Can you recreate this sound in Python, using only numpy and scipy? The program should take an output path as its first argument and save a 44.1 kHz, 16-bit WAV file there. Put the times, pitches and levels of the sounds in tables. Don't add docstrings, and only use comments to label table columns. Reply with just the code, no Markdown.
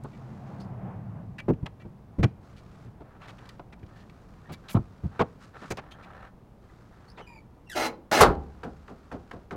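import sys
import numpy as np
from scipy import signal
from scipy.fft import rfft, irfft, next_fast_len
from scipy.io import wavfile
from scipy.ndimage import map_coordinates

SR = 44100
rng = np.random.default_rng(int(sys.argv[2]) if len(sys.argv) > 2 else 0)


def put_to_file(sound):
    columns = np.atleast_2d(sound).T
    safe = np.clip(columns, -1, 1)
    whole_steps = np.round(safe * 32767)
    wavfile.write(sys.argv[1], SR, whole_steps.astype(np.int16))


N = 421596
TOP_HZ = 15870

AIR_COLOUR = [(20, -7), (40, 3), (65, 3.5), (130, -7.5), (200, -6), (310, -7.5), (500, -12.5),
              (1000, -17.5), (1600, -29), (2500, -34.5), (4000, -39.5), (8000, -46), (16000, -47.5)]
TYRE_COLOUR = [(180, -19), (300, 4), (416, 0), (778, 3), (2540, -22), (4740, -47), (5790, -47), (9000, -55),
               (11700, -86), (19800, -120)]
EXHAUST_COLOUR = [(40, -50.5), (85, -4), (115, 2), (150, -2), (195, -1), (250, -13), (400, -26), (900, -98)]
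# (nearest at [s], time to cover their own distance from the yard [s], tyre level [dB], exhaust level [dB])
CARS = [(.76, .33, -49, -41), (3.3, 1.3, -63, -53)]
# (multiple of the note [ratio], level [dB])
NOTE_TONES = [(1, 0), (1.6, -5)]
EXHAUST_LAG_S, EXHAUST_SPREAD = .15, 1.8
SCREEN_S, SCREEN_FADE_S, SCREEN_DB = 1.4, .12, -9
NOTE_HZ, NOTE_DROP, NOTE_DB = 120, .14, -2

# (frequency [Hz], time to fall 60 dB [s])
YARD_FADE = [(100, 0.82), (600, 0.35), (3000, 0.27), (9000, 0.18)]

# (frequency [Hz], level [dB])
CLOTH_COLOUR = [(300, -43), (1200, 21), (2000, 9.5), (3000, 3.5), (4500, 2.5), (7000, -3), (10000, -12),
                (16000, -28)]
# (time [s], length [s], level [dB])
REACHES = [(0, .65, -66), (2.4, .45, -66), (3.25, .3, -64), (3.85, 1.5, -68), (5.38, .065, -55),
           (5.55, .15, -55.5), (6.6, .5, -69), (8.36, 1.05, -68)]
REACH_RISE_S, REACH_FALL_S, CLOTH_REST_DB = .05, .04, -78

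# (frequency [Hz], level [dB])
RUB_COLOUR = [(200, -11), (500, 1), (1000, 1.5), (1600, 1), (2200, -11), (3000, -16.5), (6000, -31),
              (16000, -46)]
# (time [s], length [s], relative level [dB])
SWINGS = [(3.03, .14, -59), (3.19, .11, -50.5), (3.37, .13, -55), (3.87, .1, -60), (4.42, .13, -60),
          (4.62, .11, -54), (5.1, .09, -52.5), (5.53, .04, -44.5), (5.61, .035, -42), (5.8, .2, -55),
          (5.98, .3, -50.5), (6.9, .38, -61)]
SWING_RISE_S, SWING_FALL_S = .03, .014

# (time [s], length [s], thud pitch [Hz], thud level [dB], clank level [dB], click level [dB])
KNOCKS = [(.043, .014, 215, -36, -42.5, -69), (1.481, .026, 185, -17.5, -49, -51),
          (1.532, .0078, 115, -30.5, -70, -58), (1.626, .012, 132, -26, -64, -68),
          (1.658, .0093, 252, -54, -39.5, -43), (1.847, .015, 146, -36, -58, -70),
          (2.184, .025, 122, -20.5, -55, -57.5), (2.228, .016, 148, -13, -30, -30.5),
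          (2.849, .039, 150, -42.5, -73, -71), (3.003, .019, 262, -44.5, -50, -69),
          (3.594, .0043, 230, -50, -37.5, -55), (3.827, .01, 163, -38.5, -70, -59),
          (4.49, .036, 181, -38.5, -48, -55.5), (4.744, .028, 124, -16.5, -32, -52),
          (4.784, .011, 140, -27, -56, -79), (5.033, .025, 106, -25.5, -52, -68),
          (5.192, .029, 235, -24, -21.5, -35), (5.615, .03, 190, -44, -52, -62),
          (5.704, .019, 200, -31, -36, -38.5), (5.771, .024, 200, -45, -39.5, -44.5),
          (7.173, .039, 250, -57, -44.5, -52), (8.113, .007, 250, -32, -22, -29)]
# (multiple of the pitch [ratio], level [dB])
THUD_COLOUR = [(.15, -19.5), (.4, -5.5), (.8, 1), (1.25, -2), (2.1, -8), (3.6, -21.5), (7, -32.5),
               (18, -71)]
# (frequency [Hz], level [dB])
CLANK_COLOUR = [(100, -30.5), (300, -5), (430, 4.5), (600, 2.5), (830, 3), (1050, 0), (1350, -.5),
                (1900, -24.5), (4000, -25), (9000, -62)]
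# (frequency [Hz], level [dB])
CLICK_COLOUR = [(600, -16.5), (1500, 5.5), (2400, 4), (3600, -7), (6000, -16.5), (10000, -30), (16000, -44)]
# (frequency [Hz], time to fall 60 dB [s])
HINGE_FADE = [(100, 0.11), (600, 0.057), (3000, 0.033), (12000, .02)]

# (time [s], length [s], touch level [dB], contact pitch [Hz], ring level over the touch [dB])
CLINKS = [(.036, .0031, -57, 8900, -32), (.131, .02, -67.5, 2740, 6.5), (.599, .015, -59.5, 4530, -15),
          (1.382, .022, -42.5, 2450, -1), (1.659, .0067, -42.5, 3000, -25), (1.797, .028, -58.5, 2130, -3),
          (2.23, .015, -47, 5200, -21), (2.563, .036, -63, 4240, -5), (3.213, .052, -57, 2590, -25),
          (3.275, .033, -52.5, 3100, -10), (3.382, .0096, -56, 2780, -18), (3.455, .0061, -57, 3160, -7),
          (3.49, .0017, -42.5, 3900, -6), (3.724, .013, -50.5, 2130, -7), (3.957, .07, -68.5, 3940, -4),
          (4.097, .0016, -50, 2900, -10), (4.523, .023, -50, 3870, -7), (4.518, .016, -57.5, 15000, -25),
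          (4.683, .033, -45.5, 3140, -15), (4.695, .046, -51, 11800, -9), (5.703, .02, -42.5, 6550, -23),
          (5.771, .0021, -43, 5100, -15), (5.91, .016, -53, 3360, -19), (6.025, .025, -60, 3150, 0),
          (6.696, .005, -60, 1800, -6), (8.113, .005, -33, 6500, -15), (8.35, .0037, -56, 4000, -11)]
# (frequency [Hz], level [dB], time to fall 60 dB [s])
STEEL_RING = [(1870, -9, 0.067), (2010, -2, 0.038), (2310, 0, 0.065), (2660, -4, 0.021), (2860, -10, 0.042),
              (3413, -7, 0.036), (4700, -9, .05)]
TICK_FROM_S, TICK_TO_S, TICKS_PER_S = 3.3, 4.5, 4
TICK_S, TICK_DB, TICK_HZ, TICK_RING_DB = .008, -68, 3800, -4

# (time [s], length [s], first pitch [Hz], last pitch [Hz], level before sagging [dB], pitch jitter [share])
SQUEAKS = [(.596, .02, 3910, 4880, -57.5, .04), (3.95, .09, 1700, 1880, -64, .07),
           (4.43, .1, 1750, 1850, -62, .07), (5.908, .014, 3040, 3300, -51.5, .06),
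           (7.076, .035, 4050, 5100, -59.5, .045), (7.16, .05, 3900, 3150, -64, .06),
           (7.212, .045, 3080, 2930, -60, .035), (7.264, .125, 2480, 2300, -54.5, .026),
           (7.272, .1, 1010, 880, -56, .04), (7.662, .045, 2800, 2660, -59, .02),
           (7.692, .064, 2100, 1360, -42, .045)]
SQUEAK_RISE_S, SQUEAK_FALL_S, SQUEAK_SAG_DB = .012, .01, 4
GLIDE_BEND = .8
SQUEAK_WANDER, WANDER_PER_S = .012, 60

# (time [s], length [s], rise [s], relative level [dB])
GRINDS = [(7.745, .12, .024, -25.7), (8.113, .09, .016, -19.5)]
# (frequency [Hz], level [dB])
GRIND_COLOUR = [(40, -31), (130, -8.5), (280, 0.5), (560, 0), (1300, -5), (2300, -5), (3400, -13.5),
                (4400, -12), (6500, -15), (9000, -23.5), (13000, -25.5), (16000, -30)]
# (frequency [Hz], time to fall 60 dB [s])
BODY_FADE = [(200, 0.56), (1500, 0.16), (5000, 0.089), (14000, 0.072)]
# (frequency [Hz], level [dB], time to fall 60 dB [s])
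LATCH_RING = [(465, -1, .1), (785, 0, .1), (845, 0, .1), (1330, 0, .09), (1470, 0, .09), (1790, -1, .08),
              (2130, -3, .07), (4060, -4.5, .075), (4200, -6, .07), (6020, -10, .06), (10800, -11, .04)]
GRIND_FALL_S = .011

# (time [s], length [s], relative level [dB], brightness [dB per octave])
SLAM = (8.204, .021, -9, -.6)
# (time after the slam [s], length [s], touch level [dB], pitch [Hz], ring level over the touch [dB])
SNAP = (.003, .012, -25, 10500, -29)
# (time after the slam [s], length [s], thud pitch [Hz], thud level [dB], clank level [dB], click level [dB])
BOOMS = [(.04, .015, 89, -26, -21, -45), (.07, .028, 70, -24.5, -37, -58)]
# (frequency [Hz], level [dB])
SHUT_COLOUR = [(25, -21.5), (70, -27), (140, -7.5), (270, -8), (420, -1), (750, -2.5), (1400, -2.5),
               (1900, -11), (2700, -16.5), (4300, -17), (8000, -23.5), (13000, -31), (16000, -36.5)]
# (frequency [Hz], time to fall 60 dB [s])
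GATE_FADE = [(80, .7), (500, .29), (1200, .21), (3000, .145), (7000, .095), (14000, .085)]
# (frequency [Hz], level [dB], time to fall 60 dB [s])
PANEL_RING = [(46.7, -15.5, 0.53), (69.5, -15.5, 0.89), (79.8, -17, 0.65), (109.7, -14, 0.19),
              (176.4, -22, 0.77), (402, -9.5, 0.18), (410.3, -6.5, .3), (530, -12, 0.23), (600, -12, 0.2),
              (706, -8, 0.19), (705, -4.5, 0.2), (728, -5, 0.24), (797, -11, 0.4), (977, -22, 0.17),
              (1083, -9.5, .22), (1176, -19, 0.16), (1336, -9, 0.22), (1295, -12.5, 0.18),
              (1432, -18.5, .2), (1470, -14, 0.22)]

# (time [s], tick level [dB], slack [s], relative rattle level [dB])
TUGS = [(8.632, -36.5, .002, -37.5), (8.878, -45, .01, -45), (9.114, -42, .002, -38),
        (9.311, -38, .014, -44), (9.508, -37, .003, -37.5)]
# (thud level [dB], clank level [dB], click level [dB])
TUG_THUD_DB = (.5, -18, -36)
TUG_TICK_S, TUG_TICK_HZ, TUG_TICK_RING_DB = .006, 1520, -23
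TUG_RATTLE_S, TUG_BRIGHT_DB = .013, -3.7
TUG_THUD_LAG_S, TUG_THUD_S, TUG_THUD_HZ = .01, .035, 235


def amp(db):
    return 10 ** (np.asarray(db) / 20)


def unit(x):
    return x / np.sqrt(np.mean(x ** 2) + 1e-20)


def lasting(x, length):
    return x / np.sqrt(np.sum(x ** 2) / (SR * length) + 1e-20)


def along(points, hz):
    point_hz, values = np.transpose(points)
    return np.interp(np.log(hz + 1), np.log(point_hz + 1), values)


def wobble(rate, n):
    knots = rng.standard_normal(int(n * rate / SR) + 4)
    return map_coordinates(knots, [np.arange(n) * rate / SR])


def add(track, s, x):
    part = track[max(round(s * SR), 0):][:len(x)]
    part += x[:len(part)]


def coloured(x, points):
    m = 2 * next_fast_len(len(x) // 2 + 2048)
    gain = amp(along(points, np.fft.rfftfreq(m, 1 / SR)))
    cepstrum = irfft(np.log(gain), m)
    cepstrum[1:m // 2] *= 2
    cepstrum[m // 2 + 1:] = 0
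    return irfft(rfft(x, m) * np.exp(rfft(cepstrum)), m)[:len(x)]


def dying(n, hold, fade):
    hz, t, bins = signal.stft(rng.standard_normal(n), SR, nperseg=128)
    gain = amp(-60 * np.maximum(t - hold, 0) / along(fade, hz)[:, None])
    return signal.istft(bins * gain, SR, nperseg=128)[1][:n]


def ring(modes, n):
    t = np.arange(n) / SR
    out = np.zeros(n)
    for hz, db, t60 in modes:
        strength = rng.choice([-1, 1]) * amp(db + rng.normal(0, 1) - 60 * t / t60)
        out += strength * np.sin(2 * np.pi * hz * t)
    return out


def chatter(length, colour, fade, rough_db, n):
    rise = 1 - np.exp(-np.arange(n) / SR / min(length / 7, .002))
    force = rise * dying(n, length, fade) * amp(rough_db * wobble(607, n))
    return lasting(coloured(force, colour), length)


def stroke(t, length, rise, fall):
    return np.clip(t / rise, 0, 1) * np.exp(-np.maximum(t - length, 0) / fall)


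def strokes(rows, rise, fall):
    t = np.arange(N) / SR
    return np.sqrt(sum((amp(db) * stroke(t - s, length, rise, fall)) ** 2 for s, length, db in rows))


def rush(colour, gain, flutter_db, rate):
    noise = coloured(rng.standard_normal(N), colour)
    return gain * unit(noise * amp(flutter_db * wobble(rate, N)))


def distant_traffic(air_db=-54):
    return amp(air_db) * unit(coloured(rng.standard_normal(N), AIR_COLOUR))


def exhaust_note(waver=.03):
    t = np.arange(N) / SR
    s, span = CARS[0][:2]
    hz = NOTE_HZ * (1 - NOTE_DROP * (t - s) / np.hypot(span, t - s))
    note = np.zeros(N)
    for multiple, db in NOTE_TONES:
        cycles = np.cumsum(multiple * hz * (1 + waver * wobble(25, N))) / SR
        note += amp(db) * np.sin(2 * np.pi * cycles)
    return unit(note)


def passing_cars():
    t = np.arange(N) / SR
    screen = amp(SCREEN_DB * (1 + np.tanh((t - SCREEN_S) / SCREEN_FADE_S)) / 2)
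    near_road, far_road = [amp(db) / np.hypot(1, (t - s) / span) for s, span, db, _ in CARS]
    near_pipe, far_pipe = [amp(db) / np.hypot(1, (t - s - EXHAUST_LAG_S) / (span * EXHAUST_SPREAD))
                           for s, span, _, db in CARS]
    engine = rush(EXHAUST_COLOUR, np.hypot(screen * near_pipe, far_pipe), flutter_db=0.5, rate=12)
    tyres = rush(TYRE_COLOUR, np.hypot(screen * near_road, far_road), flutter_db=2.0, rate=10)
    return engine + tyres + amp(NOTE_DB) * screen * near_pipe * exhaust_note()


def yard(x):
    tail = dying(SR, 0, YARD_FADE)
    late_tail = np.pad(tail / np.linalg.norm(tail), (SR // 80, 0))
    return signal.fftconvolve(x, late_tail)[:N]


def jacket():
    gain = amp(CLOTH_REST_DB) + strokes(REACHES, REACH_RISE_S, REACH_FALL_S)
    return rush(CLOTH_COLOUR, gain, flutter_db=2.0, rate=230)


def swing(level_db=-2, ring_db=-9):
    rub = rush(RUB_COLOUR, strokes(SWINGS, SWING_RISE_S, SWING_FALL_S), flutter_db=2.5, rate=230)
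    hardware = signal.fftconvolve(np.diff(rub, prepend=0), ring(LATCH_RING, SR // 4))[:N]
    return amp(level_db) * (rub + amp(ring_db) * np.std(rub) * unit(hardware))


def clinks(rows):
    out, n = np.zeros(N), SR // 5
    for s, length, db, hz, ring_db in rows:
        colour = [(hz / 6, -20), (hz * 0.2, -8), (hz, 0), (hz * 1.65, -12), (hz * 4, -30), (hz * 9, -46)]
        touch = chatter(length, colour, [(1000, 0.027), (10000, 0.026)], rough_db=2, n=n)
        steel = lasting(signal.fftconvolve(touch, ring(STEEL_RING, n))[:n], length)
        add(out, s, amp(db) * (touch + amp(ring_db) * steel))
    return out


def ticks(scatter_db=2.5, pitch_scatter=.2):
    count = round(TICKS_PER_S * (TICK_TO_S - TICK_FROM_S))
    times = rng.uniform(TICK_FROM_S, TICK_TO_S, count)
    rows = []
    for s, (a, b) in zip(times, rng.standard_normal((count, 2))):
        db, hz = TICK_DB + scatter_db * a, TICK_HZ * np.exp(pitch_scatter * b)
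        rows.append((s, TICK_S, db, hz, TICK_RING_DB))
    return clinks(rows)


def knocks(rows):
    out = np.zeros(N)
    for s, length, hz, *levels in rows:
        thud = [(hz * multiple, db) for multiple, db in THUD_COLOUR]
        for db, colour in zip(levels, (thud, CLANK_COLOUR, CLICK_COLOUR)):
            add(out, s, amp(db) * chatter(length, colour, HINGE_FADE, rough_db=1.5, n=SR // 5))
    return out


def squeaks(overtone_db=-11, pressure=0.51, fence_db=-6):
    out = np.zeros(N)
    for s, length, first_hz, last_hz, start_db, jitter in SQUEAKS:
        t = np.arange(0, length + 2 * SQUEAK_FALL_S, 1 / SR)
        done = np.minimum(t / length, 1)
        hz = first_hz + (last_hz - first_hz) * done ** GLIDE_BEND
        db = start_db - SQUEAK_SAG_DB * done
        stray = jitter * wobble(2500, len(t)) + SQUEAK_WANDER * wobble(WANDER_PER_S, len(t))
        phase = 2 * np.pi * np.cumsum(hz * (1 + stray)) / SR
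        slope_db = overtone_db + pressure * (db + 52.5)
        tone = sum(amp(slope_db * np.log2(k)) * np.sin(k * phase) * (k * hz < TOP_HZ) for k in range(1, 8))
        grip = unit(amp(4.5 * wobble(300, len(t))))
        squeal = amp(db) * stroke(t, length, SQUEAK_RISE_S, SQUEAK_FALL_S) * grip * unit(tone)
        add(out, s, squeal)
        add(out, s + .017, amp(fence_db) * squeal)
    return out


def grinds(ring_db=-3, body_db=1, level_db=-5.5):
    slips = np.zeros(N)
    t = np.arange(SR // 4) / SR
    for s, length, rise, db in GRINDS:
        grip = amp(1.8 * wobble(500, len(t)))
        rough = unit(grip * rng.standard_normal(len(t)))
        add(slips, s, amp(db) * stroke(t, length, rise, GRIND_FALL_S) * rough)
    scrape = unit(coloured(slips, GRIND_COLOUR))
    body = unit(signal.fftconvolve(scrape, dying(SR // 4, 0, BODY_FADE))[:N])
    latch = unit(signal.fftconvolve(slips, ring(LATCH_RING, SR // 4))[:N])
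    return amp(level_db) * np.std(slips) * (scrape + amp(body_db) * body + amp(ring_db) * latch)


def gate_hits(rows, crash_db=1.5, panel_db=-1):
    out = np.zeros(N)
    spread = 1 - np.exp(-np.arange(SR) / SR / .011)
    for s, length, db, bright_db in rows:
        crash = chatter(length, SHUT_COLOUR, GATE_FADE, rough_db=1.5, n=SR)
        panel = spread * ring(PANEL_RING, SR)
        tilt = [(hz, bright_db * np.log2(hz / 700)) for hz in (200, 16000)]
        add(out, s, amp(db) * coloured(amp(crash_db) * crash + amp(panel_db) * panel, tilt))
    return out


def tugs():
    tick = clinks([(s, TUG_TICK_S, db, TUG_TICK_HZ, TUG_TICK_RING_DB) for s, db, _, _ in TUGS])
    stops = [(s + slack, db) for s, _, slack, db in TUGS]
    rattle = gate_hits([(s, TUG_RATTLE_S, db, TUG_BRIGHT_DB) for s, db in stops])
    thud = knocks([(s + TUG_THUD_LAG_S, TUG_THUD_S, TUG_THUD_HZ, *(db + np.array(TUG_THUD_DB)))
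                   for s, db in stops])
    return tick + rattle + thud


def slam():
    s = SLAM[0]
    snap = clinks([(s + SNAP[0], *SNAP[1:])])
    booms = knocks([(s + lag, *boom) for lag, *boom in BOOMS])
    return gate_hits([SLAM]) + snap + booms


def scene(hinge_wet_db=-27, shut_wet_db=-20):
    background = distant_traffic() + passing_cars() + jacket()
    fitting = swing() + clinks(CLINKS) + ticks() + knocks(KNOCKS)
    closing = squeaks() + grinds() + tugs() + slam()
    echo = yard(amp(hinge_wet_db) * fitting + amp(shut_wet_db) * closing)
    return (background + fitting + closing + echo)[None]


def record(dry):
    held = dry / (1 + np.abs(dry) ** 8) ** (1 / 8)
    m = next_fast_len(N + SR // 4)
    kept = np.fft.rfftfreq(m, 1 / SR) < TOP_HZ
    return irfft(rfft(held, m) * kept, m)[..., :N]


dry = scene()
out = record(dry)
put_to_file(out)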